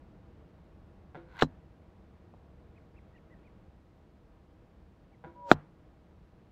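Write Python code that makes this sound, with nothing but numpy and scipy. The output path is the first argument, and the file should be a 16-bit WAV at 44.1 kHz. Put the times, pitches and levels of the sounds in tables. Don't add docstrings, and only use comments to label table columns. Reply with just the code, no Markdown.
import sys
import numpy as np
from scipy import signal
from scipy.fft import rfft, irfft
from scipy.io import wavfile

SR = 44100
rng = np.random.default_rng(int(sys.argv[2]) if len(sys.argv) > 2 else 0)


def dump(signal):
    limited = np.clip(np.atleast_2d(signal).T, -1, 1)
    pcm = np.round(limited * 32767).astype(np.int16)
    wavfile.write(sys.argv[1], SR, pcm)


N = 287223

# t/s, level before the smear/dB, time between clacks/s, loss per clack/dB,
# dull above f/Hz, string hum level/dB
RELEASES = [(1.1472, -18.5, .0067, 5, 2294, -45), (5.2403, -18.5, .0062, 7.5, 1684, -47)]
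# t/s, level/dB, lag of the bass/s, tearing level/dB, shaft slides for/s,
# shaft level/dB, boom level/dB, frame level/dB, echo level/dB
IMPACTS = [(1.4227, 7.5, .0014, -26, 0.049, -35.5, -20.5, -54, -32),
           (5.5151, 18.5, 0.0011, -22.5, 0.03, -43.5, -31.5, -37.5, -20)]
# f/Hz, level/dB
TEARING_COLOUR = [(150, -8.5), (600, 7), (1400, -4), (2300, -14), (3200, -11), (4100, -14.5), (5000, -16),
                  (7500, -20), (9000, -36.5), (15000, -34)]
# f/Hz, level/dB
FIELD_COLOUR = [(60, -4.5), (200, -0.5), (600, -0.5), (1000, 0.5), (1550, -3), (2100, -12.5), (3500, -26),
                (6000, -40.5), (15000, -55)]


def gain_of(db):
    return 10 ** (np.asarray(db) / 20)


def evened(x):
    return x / np.sqrt(np.mean(x ** 2) + 1e-20)


def read(points, hz):
    f, db = np.transpose(points)
    return np.interp(np.log(hz + 1), np.log(f + 1), db)


def add(mix, s, sound):
    part = mix[round(s * SR):][:len(sound)]
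    part += sound[:len(part)]


def noise(colour, size):
    spectrum = rfft(rng.standard_normal(size))
    shape = gain_of(read(colour, np.fft.rfftfreq(size, 1 / SR)))
    return evened(irfft(spectrum * shape, size))


def click(colour, dull_hz=SR, lag=0, yield_hz=500, size=8192):
    hz = np.fft.fftfreq(size, 1 / SR)
    dulling = np.sqrt(1 + (hz / dull_hz) ** 4)
    log_gain = np.log(gain_of(read(colour, abs(hz))) / dulling)
    late = np.exp(-2j * np.pi * lag * yield_hz * np.arctan(hz / yield_hz))
    causal = np.exp(np.conj(signal.hilbert(log_gain)))
    pulse = np.fft.ifft(causal * late).real[:size // 2]
    return pulse / np.linalg.norm(pulse)


def ring(modes):
    t = np.arange(SR // 2) / SR
    return sum(gain_of(db - 60 * t / t60) * np.sin(2 * np.pi * hz * t) for hz, db, t60 in modes)


def scatter(colour, t60, rise):
    t = np.arange(SR // 2) / SR
    cloud = noise(colour, len(t)) * gain_of(-60 * t / t60) * (1 - np.exp(-t / rise))
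    return cloud / np.linalg.norm(cloud)


def blows(rows, colour):
    out = np.zeros(N)
    for s, db, dull_hz in rows:
        add(out, s, gain_of(db) * click(colour, dull_hz))
    return out


def breeze():
    # f/Hz, level per Hz/dB
    air_colour = [(10, -28), (24, -13), (45, -1), (75, 4.5), (115, -5.5), (150, -7), (200, -5), (265, -11),
                  (330, -10.5), (420, -14), (600, -16.5), (1000, -23), (2000, -32.5), (4000, -41.5),
                  (6000, -49), (10000, -57), (15500, -58.5)]
    # t/s, level/dB
    breeze_course = [(0, -55), (0.449, -55), (.7, -56.5), (3.5, -56), (3.8, -59), (6.5, -58)]
    wash = noise(air_colour, N)
    dulled = signal.butter(1, 1500, fs=SR, output="sos")
    bounce = signal.sosfilt(dulled, np.roll(wash, round(.0062 * SR)))
    wash = evened(wash + 0.24 * bounce)
    low = signal.sosfilt(signal.butter(1, 3000, fs=SR, output="sos"), wash)
    hiss = wash - low
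    gusts = noise([(1, -1), (8, -7), (30, -35.5), (200, -100)], N)
    level_db = np.interp(np.arange(N) / SR, *np.transpose(breeze_course))
    return gain_of(level_db + 0.45 * gusts) * low + gain_of(-56.0) * hiss


def bird():
    # t/s, length/s, top f/Hz, level/dB
    bird_notes = [(2.749, .041, 2570, -63.5), (2.953, 0.044, 2700, -61.5), (3.132, .04, 1980, -60.5),
                  (3.14, .052, 2880, -67), (3.294, .054, 2010, -59.5), (3.43, .06, 2500, -64.5),
                  (5.114, 0.041, 2320, -68)]
    base_hz, swell_db = 1740, 13.5
    out = np.zeros(N)
    for s, length, top_hz, db in bird_notes:
        u = np.linspace(0, 1, round(length * SR))
        hz = base_hz + (top_hz - base_hz) * np.sin(np.pi * u)
        swell = signal.windows.tukey(len(u), .3) * gain_of(swell_db * (u - 1))
        add(out, s, gain_of(db) * swell * np.sin(2 * np.pi * np.cumsum(hz) / SR))
    echo = signal.fftconvolve(out, scatter(FIELD_COLOUR, t60=0.25, rise=0.0072))[:N]
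    return out + gain_of(-18) * echo


def far_tap():
    # t/s, level/dB, dull above f/Hz
    tap_contacts = [(2.3388, -30, 1100), (2.3456, -32.5, 1000)]
    # f/Hz, level/dB
    tap_colour = [(150, -19), (520, 7), (1100, 0), (1500, -20), (4000, -23)]
    return blows(tap_contacts, tap_colour)


def bows(count=5):
    # f/Hz, level/dB
    bow_colour = [(30, -24), (70, -10.5), (160, 3.5), (400, 1), (750, 6), (1100, -2.5), (1480, 1),
                  (1750, -7), (2200, -5), (2700, -15.5), (3700, -12), (4800, -22.5), (15000, -31)]
    # f/Hz, level/dB, t60/s
    string_modes = [(149, -10.5, .25), (339, -0.5, 0.35), (510, -10.5, 0.67), (930, -20, 0.21),
                    (1430, -16, .25)]
    first_clack_db = -4
    uneven_s = .0003
    thump_db, thump_hz = -24, 220
    hum_after_s = 0.025
    clacks, hum, k = np.zeros(N), np.zeros(N), np.arange(count)
    for s, db, gap, loss_db, dull_hz, hum_db in RELEASES:
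        times = s + k * gap + uneven_s * k * rng.uniform(-1, 1, count)
        levels = db + np.where(k, -loss_db * (k - 1), first_clack_db)
        clacks += blows(zip(times, levels, [dull_hz] * count), bow_colour)
        add(clacks, s + gap, gain_of(thump_db) * click(bow_colour, thump_hz))
        add(hum, s + hum_after_s, gain_of(hum_db) * ring(string_modes))
    rattle = scatter([(100, 11.5), (1000, 0.0), (5000, -3.5)], t60=0.018, rise=0.0025)
    surroundings = scatter([(100, -0.5), (1000, -4.0), (5000, 3.0)], t60=0.36, rise=0.0052)
    smeared = signal.fftconvolve(clacks, .4 * rattle + .8 * surroundings)[:N]
    return hum + .65 * clacks + smeared


def approach(start, arrival):
    miss_s = .024
    t = np.arange(start, arrival, 1 / SR)
    distance = np.hypot(arrival - t, miss_s)
    return t, miss_s / distance, (arrival - t) / distance


def hissing_arrow():
    # f/Hz, level/dB
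    rush_colour = [(300, -32), (750, -12), (1000, 0), (1250, -8), (1420, 0), (1530, 4), (1680, -8.5),
                   (1900, -16.5), (3000, -19), (6000, -43.5)]
    # f/Hz, level/dB
    hiss_colour = [(400, -15), (850, -2), (1300, -22), (2050, 4), (2400, -6.5), (3200, -8.5), (4200, -5.5),
                   (4900, -20), (7500, -26), (9000, -41), (15000, -44.5)]
    # t/s, level/dB, t60/s
    sweeps_past = [(1.3903, -39, .07), (1.409, -35, .2)]
    hiss_db, falloff = -38, 1.85
    high_share = .25
    from_s, rise_s = 1.235, .08
    flutter_db, flutter_hz = 2.5, 90
    attack_s = 0.0014
    out = np.zeros(N)
    arrival = IMPACTS[0][0]
    t, near, _ = approach(from_s, arrival)
    emerging = np.minimum((t - t[0]) / rise_s, 1)
    air = (1 - high_share) * noise(rush_colour, len(t)) + high_share * noise(hiss_colour, len(t))
    flutter_colour = [(flutter_hz / 2, -20), (flutter_hz, 0), (2 * flutter_hz, -20), (SR / 2, -200)]
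    flutter = noise(flutter_colour, len(t))
    add(out, t[0], gain_of(hiss_db + flutter_db * flutter) * emerging * near ** falloff * air)
    for s, db, t60 in sweeps_past:
        age = np.arange(0, arrival - s, 1 / SR)
        envelope = gain_of(db - 60 * age / t60) * (1 - np.exp(-age / attack_s))
        add(out, s, envelope * noise(hiss_colour, len(age)))
    return out


def whistling_arrow():
    mach = .15
    high_hz, low_hz = 976, 577
    high_db, high_falloff, high_beam = -29, 1.6, 4.4
    low_db, low_falloff = -42.5, 1.5
    wake_db, wake_falloff = -38, 3.9
    break_s, break_width_s = 5.334, 0.023
    out = np.zeros(N)
    t, near, head_on = approach(RELEASES[1][0], IMPACTS[1][0])
    doppler = (1 - mach) / (1 - mach * head_on)
    turns = 2 * np.pi * np.cumsum(doppler) / SR
    high = gain_of(high_db) * near ** high_falloff * head_on ** high_beam * np.sin(high_hz * turns)
    low = gain_of(low_db) * near ** low_falloff * np.sin(low_hz * turns)
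    sounding = 1 - np.exp(-((t - break_s) / break_width_s) ** 2)
    wake = gain_of(wake_db) * near ** wake_falloff * noise(TEARING_COLOUR, len(t))
    add(out, t[0], np.sqrt(2) * sounding * (high + low) + wake)
    return out


def jolts(count=4):
    # first gap/s, growth of the gaps, first level/dB, dull above f/Hz, share of that f left per jolt
    jolt_series = [(.0034, 1.93, .5, 2103, 0.4), (.0073, 1.4, -4.5, 1591, .25)]
    # f/Hz, level/dB
    knock_colour = [(20, -30.5), (80, -12), (160, 2), (300, 2), (1200, 3.5), (2000, -11), (4000, -36.5),
                    (10000, -53)]
    fade_db = 3
    out, k = np.zeros(N), np.arange(count)
    for (s, *_), (gap, growth, db, dull_hz, treble_left) in zip(IMPACTS, jolt_series):
        times = s + np.cumsum(gap * growth ** k)
        rows = zip(times, db - fade_db * k ** 2, dull_hz * treble_left ** k)
        out += blows(rows, knock_colour)
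    return out


def target():
    # f/Hz, level/dB
    crack_colours = [
        [(30, -13.5), (90, -15), (170, -3), (310, 1.5), (600, 1.5), (950, -6), (1450, -1), (1800, -1.5),
         (2200, -33.5), (2800, -9), (4200, -15.5), (4900, -65.5), (7000, -43), (9000, -78), (15000, -57.5)],
        [(30, -24.5), (90, -17.5), (190, 5), (330, 8), (500, 0.5), (720, 7), (950, -5), (1400, 6), (1850, -5.5),
         (2300, -18), (3600, -25), (5200, -42), (8000, -46), (15000, -78)],
    ]
    # f/Hz, level/dB, t60/s
    shaft_modes = [(3840, -3.5, 0.041), (3950, -4, 0.065), (4090, 1, 0.046)]
    # f/Hz, level/dB, t60/s
    bag_modes = [(154, -2, .13), (246, -6, 0.14), (278, -4.5, 0.11)]
    # f/Hz, level/dB, t60/s
    frame_modes = [(149, 1.5, .35), (254, -11.5, .2)]
    # f/Hz, level/dB, t60/s
    sag_modes = [(42, -38.5, 0.24), (92, -40.5, 0.29)]
    out, t = np.zeros(N), np.arange(SR // 4) / SR
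    for impact, colour in zip(IMPACTS, crack_colours):
        s, db, lag, tear_db, slide, shaft_db, boom_db, frame_db, echo_db = impact
        add(out, s, gain_of(db) * click(colour, lag=lag, yield_hz=510.0))
        sliding = gain_of(-60 * t / 0.06) / (1 + (t / slide) ** 8)
        add(out, s, gain_of(tear_db) * noise(TEARING_COLOUR, len(t)) * sliding)
        add(out, s + 0.0034, gain_of(shaft_db) * ring(shaft_modes))
        add(out, s + 0.005, gain_of(boom_db) * ring(bag_modes) + gain_of(frame_db) * ring(frame_modes))
        add(out, s + 0.0071, ring(sag_modes))
        add(out, s + .012, gain_of(echo_db) * scatter(FIELD_COLOUR, t60=0.32, rise=.03))
    return out


def scene():
    background = breeze() + bird() + far_tap()
    arrows = bows() + hissing_arrow() + whistling_arrow() + jolts() + target()
    return (background + arrows)[None]


def record(dry):
    ceiling, edge_hz = .92, 15800
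    excess = dry - np.clip(dry, -ceiling, ceiling)
    rounding = signal.firwin(11, 7000, fs=SR)
    clipped = dry - signal.oaconvolve(excess, rounding[None], "same")
    band_limit = signal.firwin(255, edge_hz, window=("kaiser", 9), fs=SR)
    return signal.oaconvolve(clipped, band_limit[None], "same")


dry = scene()
out = record(dry)
dump(out)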